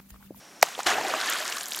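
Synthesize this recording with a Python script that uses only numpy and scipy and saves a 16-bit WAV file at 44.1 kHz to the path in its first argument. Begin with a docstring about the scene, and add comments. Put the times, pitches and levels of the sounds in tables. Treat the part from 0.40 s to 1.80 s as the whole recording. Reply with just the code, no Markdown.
"""A still lake, with faint insects and shore air behind, heard on one microphone.
A beaver slaps its tail on the water: a crack that drops into a hollow pop as air is squeezed from under
the tail, then a hiss of flung spray. It plunges: the water thumps, churns with ringing bubbles and falls
back, thinning to single chirping drops. The slap is just loud enough to overload the recorder."""
import sys
import numpy as np
from scipy import signal
from scipy.fft import rfft, irfft, next_fast_len
from scipy.io import wavfile

SR = 44100
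rng = np.random.default_rng(int(sys.argv[2]) if len(sys.argv) > 2 else 0)


def dump(signal):
    """Clip the signal to [-1, 1] and save it as 16-bit WAV at the path in sys.argv[1]."""
    limited = np.clip(np.atleast_2d(signal).T, -1, 1)
    pcm = np.round(limited * 32767).astype(np.int16)
    wavfile.write(sys.argv[1], SR, pcm)


N = 61739

PLUNGE_S, PLUNGE_RISE_S = 0.462, 0.0029
TOP_HZ = 16100  # the recorder's band limit


def slap():
    """The flat tail hits: a crack, a clap, and squeezed air falling to the trapped pocket's note."""
    crack_colour = [(100, -22), (400, -1.5), (2200, -7), (4500, -1), (7000, -2), (10000, -12),
                    (12700, -6.5), (16000, -19)]  # spectrum of the impact (frequency [Hz], level [dB])
    pop_s, pop_rise_s, pop_fall_s = 0.2295, 0.0015, 0.0025
    pocket_hz, squeeze_hz, squeeze_fall_s = 664, 122, 0.00052
    crack_s, crack_rise_s, crack_fall_s = 0.2278, 0.0012, 0.0021
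    clap_s, clap_hz, clap_width_s = 0.2286, 2080, 0.00059

    t = np.clip(clock() - pop_s, -0.004, 0.05)
    excess_hz = squeeze_hz * np.exp(-t / squeeze_fall_s)  # pitch above the pocket's note
    swell = np.exp(-(t / np.where(t < 0, pop_rise_s, pop_fall_s)) ** 2)
    gate = (excess_hz < TOP_HZ) * (clock() > pop_s + t[0])
    pop = swell * gate * np.sin(2 * np.pi * (pocket_hz * t - excess_hz * squeeze_fall_s))

    t = clock() - crack_s
    burst = np.exp(-np.where(t < 0, (t / crack_rise_s) ** 2, t / crack_fall_s))
    crack = burst * noise(crack_colour)

    t = clock() - clap_s
    clap = np.cos(2 * np.pi * clap_hz * t) * np.exp(-(t / clap_width_s) ** 2)
    return highpass(amp(-2.6) * pop + amp(-2.5) * clap + amp(-8) * crack, edge_hz=260)


def splash():
    """The body goes under with a crash; thrown water falls back as large and small bubbles and spray."""
    # relative levels of the churning water (time [s], large bubbles [dB], small bubbles [dB], spray [dB])
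    surges = [(0.46, -44, -21.5, -29), (0.47, -23.5, -19.5, -21.5), (0.482, -36, -24, -29),
              (0.526, -31, -26, -31), (0.566, -37.5, -29.5, -39.5), (0.584, -31, -31, -38.5),
              (0.636, -37, -35, -39), (0.648, -31, -32.5, -38.5), (0.688, -34.5, -32, -34),
              (0.746, -32.5, -31, -37), (0.782, -40, -32.5, -35.5), (0.888, -41, -30.5, -33.5),
              (0.968, -42.5, -31, -35.5), (1.018, -44, -34.5, -35.5), (1.034, -48, -36.5, -40),
              (1.086, -45.5, -34, -36), (1.28, -54.5, -46.5, -45), (1.4, -50.5, -41.5, -40)]
    # spectra of the same three layers (frequency [Hz], level [dB])
    large_colour = [(60, -45), (130, -18.5), (240, -11), (380, -4.5), (520, -5.5), (730, 3.5), (900, -3),
                    (1300, -25), (2500, -62)]
    small_colour = [(400, -55), (750, -12), (1000, 0), (1700, 2), (2300, -3), (3000, -6), (4200, -16),
                    (8000, -50)]
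    spray_colour = [(1400, -51), (2500, -6), (3300, 2), (4500, -0.5), (6700, -2), (9500, -10), (12500, -17),
                    (16000, -27)]
    # the crash starts as an even wash; single bubbles stand out only later
    wash_share = np.exp(-np.maximum(clock() - PLUNGE_S, 0) / 0.082)

    def churn(colour, **cloud):
        return np.sqrt(1 - wash_share) * bubbles(colour, **cloud) + np.sqrt(wash_share) * noise(colour)

    large = churn(large_colour, low_hz=219.6, high_hz=968, cycles=2.27, scatter=2, wash_db=5, count=900)
    small = churn(small_colour, low_hz=866, high_hz=3310, cycles=2.8, scatter=3, wash_db=0, count=1500)
    spray = churn(spray_colour, low_hz=2574, high_hz=13800, cycles=2.2, scatter=5.5, wash_db=-2.5,
                  count=3500)
    large_db, small_db, spray_db = curves(surges)
    water = amp(large_db + 0.5) * large + amp(small_db - 1) * small + amp(spray_db - 0.5) * spray
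    return water * fade_in(PLUNGE_S, PLUNGE_RISE_S)


def gulps():
    """Lumps of water close with a wet smack over big pockets of air, which ring briefly."""
    # trapped air (time [s], starting pitch [Hz], level [dB], decay [s], smack relative to ring [dB])
    pockets = [(.2855, 760, -25.5, 0.0019, -8.5), (.379, 497, -28, 0.0037, -21),
               (.3912, 760, -13.5, 0.0018, -17), (.399, 1100, -24, 0.0024, -26),
               (.404, 1220, -13, 0.00075, -14), (.462, 345, -25.5, 0.015, -19),
               (.533, 399, -27, 0.015, -22), (.583, 816, -20, 0.0076, -14), (.611, 937, -19.5, 0.0049, -10),
               (.7386, 1164, -11.5, 0.0018, -26), (.737, 641, -22, 0.0093, -10),
               (0.812, 1550, -32, 0.0017, 13), (.881, 1760, -21, 0.0067, -13),
               (.9255, 2220, -23.5, 0.0025, 4), (.9555, 1140, -22.5, 0.0051, -6),
               (1.005, 596, -33, 0.024, -5), (1.123, 2820, -24, 0.0025, 4),
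               (1.1686, 1130, -25, 0.0037, 2.5), (1.208, 3480, -28, 0.00091, 3.5),
               (1.373, 1070, -21.5, 0.001, -11)]
    smack_colour = [(200, -24), (700, -7.5), (1600, 1), (4000, 1.5), (7000, -5), (10000, -18), (16000, -26)]  # spectrum of the wet smack (frequency [Hz], level [dB])
    rise_per_s, attack_s, smack_decay_s = 2.8, 0.00045, 0.0024
    out, smack_noise = np.zeros(N), noise(smack_colour)
    for start_s, hz, db, decay_s, smack_db in pockets:
        t = np.maximum(clock() - start_s, 0)
        ring = np.sin(2 * np.pi * hz * t * (1 + rise_per_s * t / 2)) * np.exp(-t / decay_s)
        smack = amp(smack_db) * smack_noise * np.exp(-t / smack_decay_s)
        out += amp(db) * (ring + smack) * (1 - np.exp(-t / attack_s))
    return highpass(out, edge_hz=217)


def drops():
    """Single drops chirp, a few around the slap and most after the splash, over a finer patter."""
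    # drops that stand out (time [s], pitch [Hz], level [dB], length [cycles])
    single_drops = [(0.2145, 6200, -22, 1.5), (0.2201, 3760, -42, 0.92), (.3515, 3270, -26, 2.9),
                    (.433, 7250, -22.5, 4.1), (0.901, 8900, -12.5, 1.8), (0.9353, 7400, -16, 3),
                    (1.079, 5500, -11, 0.67), (1.1525, 9000, -26, 3.7), (1.1845, 6200, -24, 5.7),
                    (1.191, 10100, -32, 5), (1.1998, 8950, -27, 5.6), (1.2115, 6700, -26, 7.8),
                    (1.233, 10100, -22.5, 4.5), (1.258, 6300, -23.5, 4.4), (1.2855, 9600, -26, 8.7),
                    (1.309, 8550, -28, 8.6), (1.3214, 3700, -21.5, 7.2), (1.335, 5906, -23.5, 6.8),
                    (1.3475, 7250, -25, 6.4), (1.3619, 11300, -20, 6), (1.3643, 11200, -28, 6),
                    (1.3899, 10600, -23, 8.4), (1.3912, 4560, -20, 2.2)]
    patter_levels = [(0.699, -51), (1.0, -34.5), (1.15, -31.5), (1.25, -31.5), (1.4, -29.5)]  # the smaller drops (time [s], typical level [dB])
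    drops_per_s, typical_hz, cycles, scatter_db = 190, 8900, 4.6, 4
    times, levels = np.transpose(patter_levels)
    count = int(drops_per_s * (times[-1] - times[0]))
    pitch, size, jitter = rng.standard_normal((count, 3)).T
    landing_s = times[0] + (np.arange(count) + jitter) / drops_per_s
    db = np.interp(landing_s, times, levels) + scatter_db * np.minimum(size, 2)
    patter = chirps(landing_s, typical_hz * np.exp(0.39 * pitch), db, np.full(count, cycles))
    return patter + chirps(*np.transpose(single_drops))


def flung_spray():
    """Fine spray thrown by the tail hisses between the slap and the plunge."""
    flurries = [(0.238, -32.5), (0.248, -37.5), (0.374, -44), (0.404, -35), (0.414, -43.5), (0.434, -42.5),
                (0.44, -42), (0.455, -40.5)]  # spray in flight (time [s], relative level [dB])
    colour = [(88, -49), (150, -8), (774, 4.5), (2920, 0), (3220, -1.5), (7620, -3.5), (8730, -9),
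              (12900, -11.5), (16000, -18)]  # spectrum of its hiss (frequency [Hz], level [dB])
    level_db, = curves(flurries)
    fizz = bubbles(colour, low_hz=693, high_hz=12400, cycles=3.1, scatter=4.5, wash_db=1.5, count=4000)
    gate = fade_in(0.222, rise_s=0.0015) * (1 - fade_in(PLUNGE_S, PLUNGE_RISE_S))
    return amp(level_db + 0.5) * fizz * gate


def mist():
    """The finest droplets come down as a soft, high sizzle."""
    showers = [(0.46, -48), (0.466, -42), (0.564, -47), (0.892, -47.5), (0.9, -26), (0.912, -44),
               (1.22, -49), (1.236, -43), (1.24, -47.5), (1.394, -43), (1.4, -45)]  # falling mist (time [s], relative level [dB])
    colour = [(4000, -40), (7000, 9), (9000, -8.5), (10500, -3.5), (12500, 2), (14500, -3.5), (16000, -14)]  # spectrum of its sizzle (frequency [Hz], level [dB])
    level_db, = curves(showers)
    fizz = bubbles(colour, low_hz=6840, high_hz=14900, cycles=3.2, scatter=4.5, wash_db=0, count=3000)
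    return amp(level_db - 1.5) * fizz * fade_in(PLUNGE_S, PLUNGE_RISE_S)


def hollow():
    """The cavity behind the diving body thumps and closes with a rising note."""
    cavity = [(.462, 79.6, -50), (.478, 65, -42), (.52, 60, -56), (.57, 74, -58), (.605, 127, -53),
              (.635, 218, -60), (.72, 295, -62), (.78, 332, -64)]  # the cavity's note (time [s], pitch [Hz], level [dB])
    hz, level_db = curves(cavity)
    closed_s = cavity[-1][0]
    gate = fade_in(PLUNGE_S, PLUNGE_RISE_S) * (1 - fade_in(closed_s, rise_s=0.016))
    return gate * amp(level_db) * np.sin(2 * np.pi * np.cumsum(hz) / SR)


def shore():
    """Quiet air and a thin, steady band of insects lie in the background."""
    # spectra of the shore air and the insects (frequency [Hz], level [dB])
    air_colour = [(25, -14), (60, -12.5), (110, -16.5), (185, -3), (280, -4.5), (800, -5), (1500, -7.5),
                  (4000, -14.5), (8000, -17), (13000, -23), (16000, -30)]
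    insect_colour = [(4300, -28), (5350, -3), (5850, 1), (6300, -16), (6900, -13), (7500, -13), (8500, -43)]
    return amp(-51) * noise(air_colour) + amp(-58.5) * noise(insect_colour)


def bubbles(colour, low_hz, high_hz, cycles, scatter, wash_db, count):
    """A cloud of short ringing bubbles that rise in pitch, on a wash of noise; rms 1."""
    jitter, pitch, faintness, phase = rng.random((count, 4)).T[:, :, None]
    hz = low_hz * (high_hz / low_hz) ** pitch
    length = int(min(4 * cycles / low_hz, 0.04) * SR)
    age = hz * np.arange(length) / SR  # in cycles
    glide = 1 + 0.11 * np.tanh(age / cycles / 2)
    envelope = np.exp(-age / cycles) * (1 - np.exp(-2 * age))
    rings = np.sin(2 * np.pi * (age * glide + phase)) * envelope
    gains = hz * amp(-scatter * np.log(faintness + 0.025))  # a few loud bubbles among many faint ones
    starts = (np.arange(count) + 2 * jitter[:, 0]) / count * N / SR
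    cloud = placed(starts, rings * gains)
    return coloured(unit(cloud) + amp(wash_db) * rng.standard_normal(N), colour)


def chirps(landing_s, hz, db, cycles):
    """Each drop swells and fades within a few cycles while its pitch shoots up."""
    rise_per_cycle = 0.062
    t = np.arange(-SR // 200, SR // 200) / SR
    age = hz[:, None] * t  # in cycles from the loudest moment
    pitch_ratio = np.exp(np.clip(rise_per_cycle * age, -10, 2))
    in_band = np.clip((TOP_HZ - hz[:, None] * pitch_ratio) / 2500, 0, 1)
    envelope = in_band / np.cosh(2 * age / cycles[:, None])
    waves = envelope * np.sin(2 * np.pi * pitch_ratio / rise_per_cycle)
    return placed(landing_s + t[0], amp(db)[:, None] * waves)


def amp(db):
    """Decibels to gain."""
    return 10 ** (np.asarray(db) / 20)


def unit(x):
    """Scale to rms 1."""
    return x / np.sqrt(np.mean(x ** 2) + 1e-20)


def clock():
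    """The time of each sample in seconds."""
    return np.arange(N) / SR


def curves(rows):
    """One value per sample for each column after the time."""
    times, *columns = np.transpose(rows)
    return [np.interp(clock(), times, column) for column in columns]


def fade_in(centre_s, rise_s):
    """A smooth step from 0 to 1 around centre_s."""
    return 0.5 + 0.5 * np.tanh((clock() - centre_s) / rise_s)


def placed(starts, waves):
    """Sum short waves, one a row, at their start times."""
    index = np.round(starts * SR).astype(int)[:, None] + np.arange(waves.shape[1])
    return np.bincount(np.clip(index, 0, N).ravel(), waves.ravel(), N + 1)[:N]


def filtered(x, response):
    """Multiply the spectrum of x by response(hz)."""
    size = next_fast_len(N + SR // 2)
    return irfft(rfft(x, size) * response(np.fft.rfftfreq(size, 1 / SR)), size)[:N]


def coloured(x, colour):
    """Shape x by (frequency [Hz], level [dB]) points; rms 1."""
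    points_hz, db = np.transpose(colour)
    return unit(filtered(x, lambda hz: amp(np.interp(np.log(hz + 1), np.log(points_hz), db))))


def noise(colour):
    """Coloured noise of rms 1."""
    return coloured(rng.standard_normal(N), colour)


def highpass(x, edge_hz):
    """A causal second-order high-pass."""
    return signal.sosfilt(signal.butter(2, edge_hz, "highpass", fs=SR, output="sos"), x)


def scene():
    """Lake and shore reach one microphone, the same in both channels."""
    mono = slap() + flung_spray() + splash() + mist() + hollow() + gulps() + drops() + shore()
    return np.array([mono, mono])


def record(dry):
    """The recorder clips the slap, cuts the deepest bass and keeps nothing above its band limit."""
    overload, bass_cut_hz = 1.1, 71
    band = lambda hz: (hz < TOP_HZ) * (1 - np.exp(-(hz / bass_cut_hz) ** 4))
    return np.array([filtered(np.clip(channel, -overload, overload), band) for channel in dry])


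dry = scene()
out = record(dry)
dump(out)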